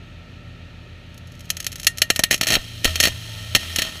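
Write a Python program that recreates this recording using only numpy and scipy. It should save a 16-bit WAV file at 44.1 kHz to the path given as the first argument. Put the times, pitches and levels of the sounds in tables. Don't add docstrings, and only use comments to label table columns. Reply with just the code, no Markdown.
import sys
import numpy as np
from scipy import signal
from scipy.fft import rfft, irfft
from scipy.io import wavfile
from scipy.ndimage import uniform_filter1d

SR = 44100
rng = np.random.default_rng(int(sys.argv[2]) if len(sys.argv) > 2 else 0)


def put_to_file(sound):
    columns = np.atleast_2d(sound).T
    safe = np.clip(columns, -1, 1)
    whole_steps = np.round(safe * 32767)
    wavfile.write(sys.argv[1], SR, whole_steps.astype(np.int16))


N = 176400
BODY_T60_S, BRIGHT_T60_S = 0.026, 0.022

# start_s, level_db, treble_offset_db, bass_offset_db
BURSTS = [(1.868,4.5,-7.5,-50), (2.018,4.5,-11.5,-30), (2.1014,1.5,-11.5,-18), (2.16,-8.5,-8.5,-25.5),
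          (2.192,-6.5,-5,-8.5), (2.236,2,-8,-23), (2.3099,-2,-7.5,-20), (2.318,-13,-2,-17.5),
          (2.327,-9.5,-10,-14), (2.336,-14,-9,-19), (2.342,-8,-6.5,-18.5), (2.411,-3,-11,-16),
          (2.429,-14,-26,-15), (2.433,-8,-14,-34), (2.444,-18.5,-11,-20), (2.469,-6.5,-9.5,-21.5),
          (2.477,-13,-5,-26), (2.485,-7,-12,-23), (2.494,-14.5,-18,-20), (2.503,-6.5,-8.5,-15),
          (2.51,-11.5,-16,-13.5), (2.5207,-6.5,-9.5,-17), (2.53,-10,-6,-10), (2.5382,-5,-9,-24),
          (2.547,-24,1,-7), (2.5528,-1,-40,-21.5), (2.566,-21,-17,0.5), (2.8444,-3,-9.5,-24),
          (2.852,-1,-15,-16), (2.956,-7.5,-10.5,-24), (3.001,1.5,-10,-26), (3.008,-16,4,-15),
          (3.028,-7,-9,-25), (3.036,1,-12,-22.5), (3.046,-10,-9,-24), (3.053,0.5,-15.5,-23),
          (3.071,-8,-11,-11.5), (3.081,-14.5,-9.5,-11.5), (3.5494,4,-14.5,-22.5), (3.559,-6.5,-6,-18),
          (3.566,-18,-19,-8), (3.76,-8,-6.5,-33), (3.785,-4,-21,-19.5), (3.791,-9,-10,-27),
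          (3.819,-4.5,-12.5,-25)]
# time_s, centre_hz, boost_db
BITE = [(2.24, 3000, -1), (2.31, 1980, 9), (2.41, 3850, -2), (2.55, 3840, 4.5), (3.04, 2040, 0.5),
        (3.55, 2950, 4.5), (3.79, 2900, -0.5)]
# freq_hz, gain_db
CRACK_EQ = [(300,-27), (900,-20.5), (1500,-7.5), (2200,-1.5), (2800,0), (3450,-2.5), (4500,-1),
            (4950,-13.5), (6500,-6.5), (8500,-14), (15000,-8.5)]
SIZZLE_EQ = [(1000,-40), (3800,4), (5500,13), (7000,13.5), (8700,5.5), (10500,12), (13000,4.5),
             (15000,-10.5)]
BLAST_EQ = [(60,6.5), (150,-7), (280,-6.5), (400,-1), (620,-1), (800,-3), (1100,-10.5), (2500,-6.5),
            (8000,-41)]
THUMP_EQ = [(30,-14), (90,2.5), (170,5), (280,4.5), (450,-0.5), (750,-15), (1200,-32.5), (4000,-41)]
# pitch_hz, offset_db, t60_s
PANELS = [(636,-40,0.088), (1400,-51,0.13), (1855,-27,0.16), (1860,-49,0.17), (1985,-38,.12),
          (2800,-35,0.15), (4150,-38,0.12), (5480,-18,0.035)]
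# start_s, level_db
PUFFS = [(2.335,-28), (2.528,-18), (2.569,-14), (2.854,-5.5), (3.09,-22), (3.561,-25)]

def bursts():
    start_s, level_db, treble_db, bass_db = np.transpose(BURSTS)
    bite_hz, bite_db = (curve[(start_s * SR).astype(int), None] for curve in automation(BITE))
    bite = [(bite_hz, 800, bite_db)]
    crack = equalise(snaps(start_s, level_db - 10.5, BODY_T60_S, bite), CRACK_EQ)
    sizzle = equalise(snaps(start_s, level_db + treble_db - 2, BRIGHT_T60_S), SIZZLE_EQ)
    blast = equalise(snaps(start_s, level_db + bass_db - 0.5, BODY_T60_S), BLAST_EQ)
    pressure_pulse = impulses(start_s + 0.00088, level_db + bass_db + 21)
    thump = equalise(pressure_pulse, THUMP_EQ)
    panels = sum(ring(start_s, level_db + offset_db, hz, t60_s) for hz, offset_db, t60_s in PANELS)
    puffs = ring(*np.transpose(PUFFS), pitch_hz=21, t60_s=0.1)
    return crack + sizzle + blast + thump + panels - puffs


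# start_s, level_db
TICKS = [(1.143,-37), (1.1768,-29.5), (1.272,-35), (1.319,-34.5), (1.393,-32.5), (1.443,-41), (1.454,-35),
         (1.493,-30), (1.502,-1.5), (1.568,-13), (1.602,-11.5), (1.626,-24), (1.644,-15.5), (1.6658,-4.5),
         (1.718,-20), (1.727,-19), (1.782,-28), (1.798,-16), (1.831,-16), (1.845,-15.5), (1.973,-19),
         (1.983,-11)]
# time_s, level_db
CRACKLE_FADER = [(1.251,-62), (1.5,-49), (1.68,-51), (1.8,-33.5), (1.93,-94), (2.15,-28), (2.279,-58),
                 (2.335,-14.5), (2.39,-43.5), (2.52,-48), (2.618,-44)]
# freq_hz, gain_db
TICK_EQ = [(300,-9.5), (1000,-15), (1500,-7.5), (2200,-1.5), (4000,-1.5), (5000,0), (6500,3.5), (8700,-5.5),
           (11000,0.5), (15000,-7)]

def contact_ticks(crackle_count=200, spread_db=8.5, trim_db=-11.5):
    tick_s, tick_db = np.transpose(TICKS)
    fader_s, fader_db = np.transpose(CRACKLE_FADER)
    slots = (np.arange(crackle_count) + rng.random(crackle_count)) / crackle_count
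    crackle_s = fader_s[0] + slots * (fader_s[-1] - fader_s[0])
    crackle_db = np.interp(crackle_s, fader_s, fader_db) + spread_db * rng.standard_normal(crackle_count)
    contacts = snaps(np.r_[tick_s, crackle_s], np.r_[tick_db, crackle_db] + trim_db, BRIGHT_T60_S)
    return equalise(contacts, TICK_EQ)


# time_s, level_db
SPARK_FADER = [(0.8, -63), (1.2, -60.5), (1.8, -51), (2.3, -62), (2.45, -45), (2.57, -37.5), (2.63, -40),
               (2.82, -41), (2.87, -27), (2.94, -34), (2.99, -33), (3.07, -27), (3.12, -38.5), (3.3, -38),
               (3.52, -39), (3.59, -33), (3.74, -34.5), (3.85, -31.5), (3.92, -37.5), (4, -39)]
# freq_hz, gain_db
SPARK_EQ = [(150, 0.5), (400, -6), (900, -23), (1500, -10), (2800, -1), (3600, 1.5), (4500, -5),
            (5000, -3.5), (7000, -8.5), (10000, -9.5), (15000, -14)]

def sparks():
    return grains(SPARK_FADER, SPARK_EQ, per_s=14000, spread_db=2.0)


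# time_s, level_db
DROP_FADER = [(2.28,-78), (2.33,-32.5), (2.39,-72), (2.46,-36), (2.555,-25), (2.6,-43.5), (2.82,-80),
              (2.86,-30.5), (2.92,-40), (3.07,-38.5), (3.19,-47.5), (3.53,-43.5), (3.56,-52), (3.61,-39),
              (3.75,-43), (3.79,-35), (3.86,-34), (3.92,-42.5), (4,-44.5)]
# freq_hz, gain_db
DROP_EQ = [(70,9), (150,-0.5), (290,3.5), (400,-8.5), (700,-4), (1000,-4.5), (1800,-5.5), (3300,-8),
           (5000,-11.5), (15000,-21)]

def molten_drops():
    return grains(DROP_FADER, DROP_EQ, per_s=4300, spread_db=4.5)


# pitch_hz, level_db
HUM = [(43.1,-47.5), (82.5,-45.5), (89.2,-47), (118.4,-56.5), (166.9,-50.5), (247.6,-57), (586.8,-62.5),
       (1325,-64.5), (1855,-64.5)]
# time_s, pitch_hz, level_db
LOW_DRONE = [(2.8, 81.9, -79), (2.89, 81, -26), (3.05, 81.5, -33), (3.15, 81.5, -35), (3.33, 81.5, -73),
             (3.44, 81.4, -34.5), (3.6, 83.5, -37), (3.78, 83, -32), (3.82, 81.8, -43), (4, 79, -62)]
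HIGH_DRONE = [(2.5, 115.8, -47), (2.63, 114.1, -42), (2.82, 111.2, -37), (2.93, 113.7, -56),
              (3.07, 116.8, -32), (3.25, 112.4, -38.5), (3.42, 104.8, -37.5), (3.55, 117.7, -38.5),
              (3.65, 108.7, -67), (4, 107.3, -58)]
WHINE = [(3.14, 915, -70), (3.23, 915, -64), (3.39, 882, -56), (3.48, 852, -70)]

def drive():
    hum = sum(tone(hz, db, waver_hz=0.31, waver_db=1.05) for hz, db in HUM)
    under_load = sum(tone(*automation(curve), waver_hz=0.17, waver_db=-1.75)
                     for curve in (LOW_DRONE, HIGH_DRONE, WHINE))
    return hum + under_load


# freq_hz, gain_db
ROOM_EQ = [(15,-11), (26,-16), (38,-10.5), (60,-8.5), (91,-12), (142,-10), (200,-13.5), (250,-15),
           (320,-18.5), (450,-22), (580,-21), (740,-26), (1050,-35.5), (1330,-21.5), (1550,-31.5),
           (1850,-21.5), (2050,-29), (2500,-21.5), (3500,-28.5), (4300,-30.5), (5000,-40.5), (6500,-42),
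           (8500,-56), (11000,-72), (15000,-75)]

def workshop():
    knock = ring(start_s=np.array([0.865]), level_db=-42, pitch_hz=385, t60_s=0.08)
    room_tone = equalise(rng.standard_normal(N), ROOM_EQ) * from_db(-45)
    return knock + room_tone


# centre_hz, width_hz, boost_db
HOUSING = [(634.3,33.3,16), (1326,110,11.5), (1835,130,14.5), (2038,59,8), (2440,136,6.5), (2720,180,7),
           (3010,260,7), (3212,152,10), (3730,59,6), (4055,144,11.5), (4360,156,11), (5456,145,10.5),
           (5950,94,7), (6440,175,7), (6575,380,3.5), (6960,150,-0.5), (7780,190,5.5), (9940,600,4),
           (11870,290,-0.5), (12900,350,5.5)]

def snaps(start_s, level_db, t60_s, bite=()):
    attack_s, hold_s, tail_db, tail_t60_s = 0.0011, 0.0017, -25.5, 0.11
    length, smooth_bins = 8192, 41
    t, freq_hz = np.arange(length) / SR, np.fft.rfftfreq(length, 1 / SR)
    fall = np.log(1000) * np.maximum(t - hold_s, 0)
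    decay = np.exp(-fall / t60_s) + from_db(tail_db) * np.exp(-fall / tail_t60_s)
    envelope = np.minimum(t / attack_s, 1) * decay
    colour = unit_rms(from_db(bells_db(freq_hz, HOUSING))) * from_db(bells_db(freq_hz, bite))
    colour_power = uniform_filter1d(colour ** 2, smooth_bins) * np.sum(envelope ** 2)
    scatter = rfft(rng.standard_normal((len(start_s), length))) * colour
    for _ in range(3):
        power = np.abs(rfft(irfft(scatter) * envelope)) ** 2
        scatter *= np.sqrt(colour_power / uniform_filter1d(power, smooth_bins))
    track = np.zeros(N + length)
    for start, gain, noise in zip((start_s * SR).astype(int), from_db(level_db), irfft(scatter)):
        track[start:start + length] += gain * envelope * noise
    return track[:N]


def grains(fader, eq, per_s, spread_db):
    level_db, = automation(fader)
    sizes = from_db(spread_db * np.minimum(rng.exponential(1, N), 5)) * rng.standard_normal(N)
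    cloud = unit_rms(sizes * (rng.random(N) < per_s / SR))
    return equalise(cloud * from_db(level_db), eq, HOUSING)


def ring(start_s, level_db, pitch_hz, t60_s):
    radius, angle = from_db(-60 / (t60_s * SR)), 2 * np.pi * pitch_hz / SR
    feedback = [1, -2 * radius * np.cos(angle), radius ** 2]
    return signal.lfilter([0, np.sin(angle)], feedback, impulses(start_s, level_db))


def impulses(start_s, level_db):
    track = np.full(N, 1e-18)
    track[(start_s * SR).astype(int)] = from_db(level_db)
    return track


def tone(pitch_hz, level_db, waver_hz, waver_db):
    amplitude = np.sqrt(2) * from_db(level_db + waver_db * drift(rate_hz=3.6))
    cycles = np.cumsum(pitch_hz + waver_hz * drift(rate_hz=2.9)) / SR
    return amplitude * np.sin(2 * np.pi * cycles)


def drift(rate_hz):
    rolloff = 1 + (np.fft.rfftfreq(2 * N, 1 / SR) / rate_hz) ** 2
    return unit_rms(irfft(rfft(rng.standard_normal(2 * N)) / rolloff)[:N])


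def equalise(x, eq, resonances=()):
    freq_hz = np.fft.rfftfreq(2 * N, 1 / SR) + 1e-3
    eq_hz, eq_db = np.transpose(eq)
    gain_db = np.interp(np.log(freq_hz), np.log(eq_hz), eq_db) + bells_db(freq_hz, resonances)
    cepstrum = irfft(np.log(unit_rms(from_db(gain_db))))
    response = np.exp(rfft(np.r_[cepstrum[0], 2 * cepstrum[1:N]], 2 * N))
    return irfft(rfft(x, 2 * N) * response)[:N]


def bells_db(freq_hz, resonances):
    return sum(boost / (1 + (2 * (freq_hz - centre) / width) ** 2) for centre, width, boost in resonances)


def automation(breakpoints):
    time_s, *columns = np.transpose(breakpoints)
    return [np.interp(np.arange(N) / SR, time_s, column) for column in columns]


def from_db(db):
    return 10 ** (np.asarray(db) / 20)


def unit_rms(x):
    return x / np.sqrt(np.mean(x ** 2) + 1e-20)


def scene():
    return (contact_ticks() + bursts() + sparks() + molten_drops() + drive() + workshop())[None]


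def record(dry):
    low_cut_hz, ceiling, high_cut_hz = 38, 0.98, 15300
    low_cut = signal.butter(1, low_cut_hz, "high", fs=SR, output="sos")
    high_cut = signal.ellip(10, 0.1, 80, high_cut_hz, fs=SR, output="sos")
    clipped = ceiling * np.tanh(signal.sosfilt(low_cut, dry) / ceiling)
    return signal.sosfilt(high_cut, clipped)


dry = scene()
out = record(dry)
put_to_file(out)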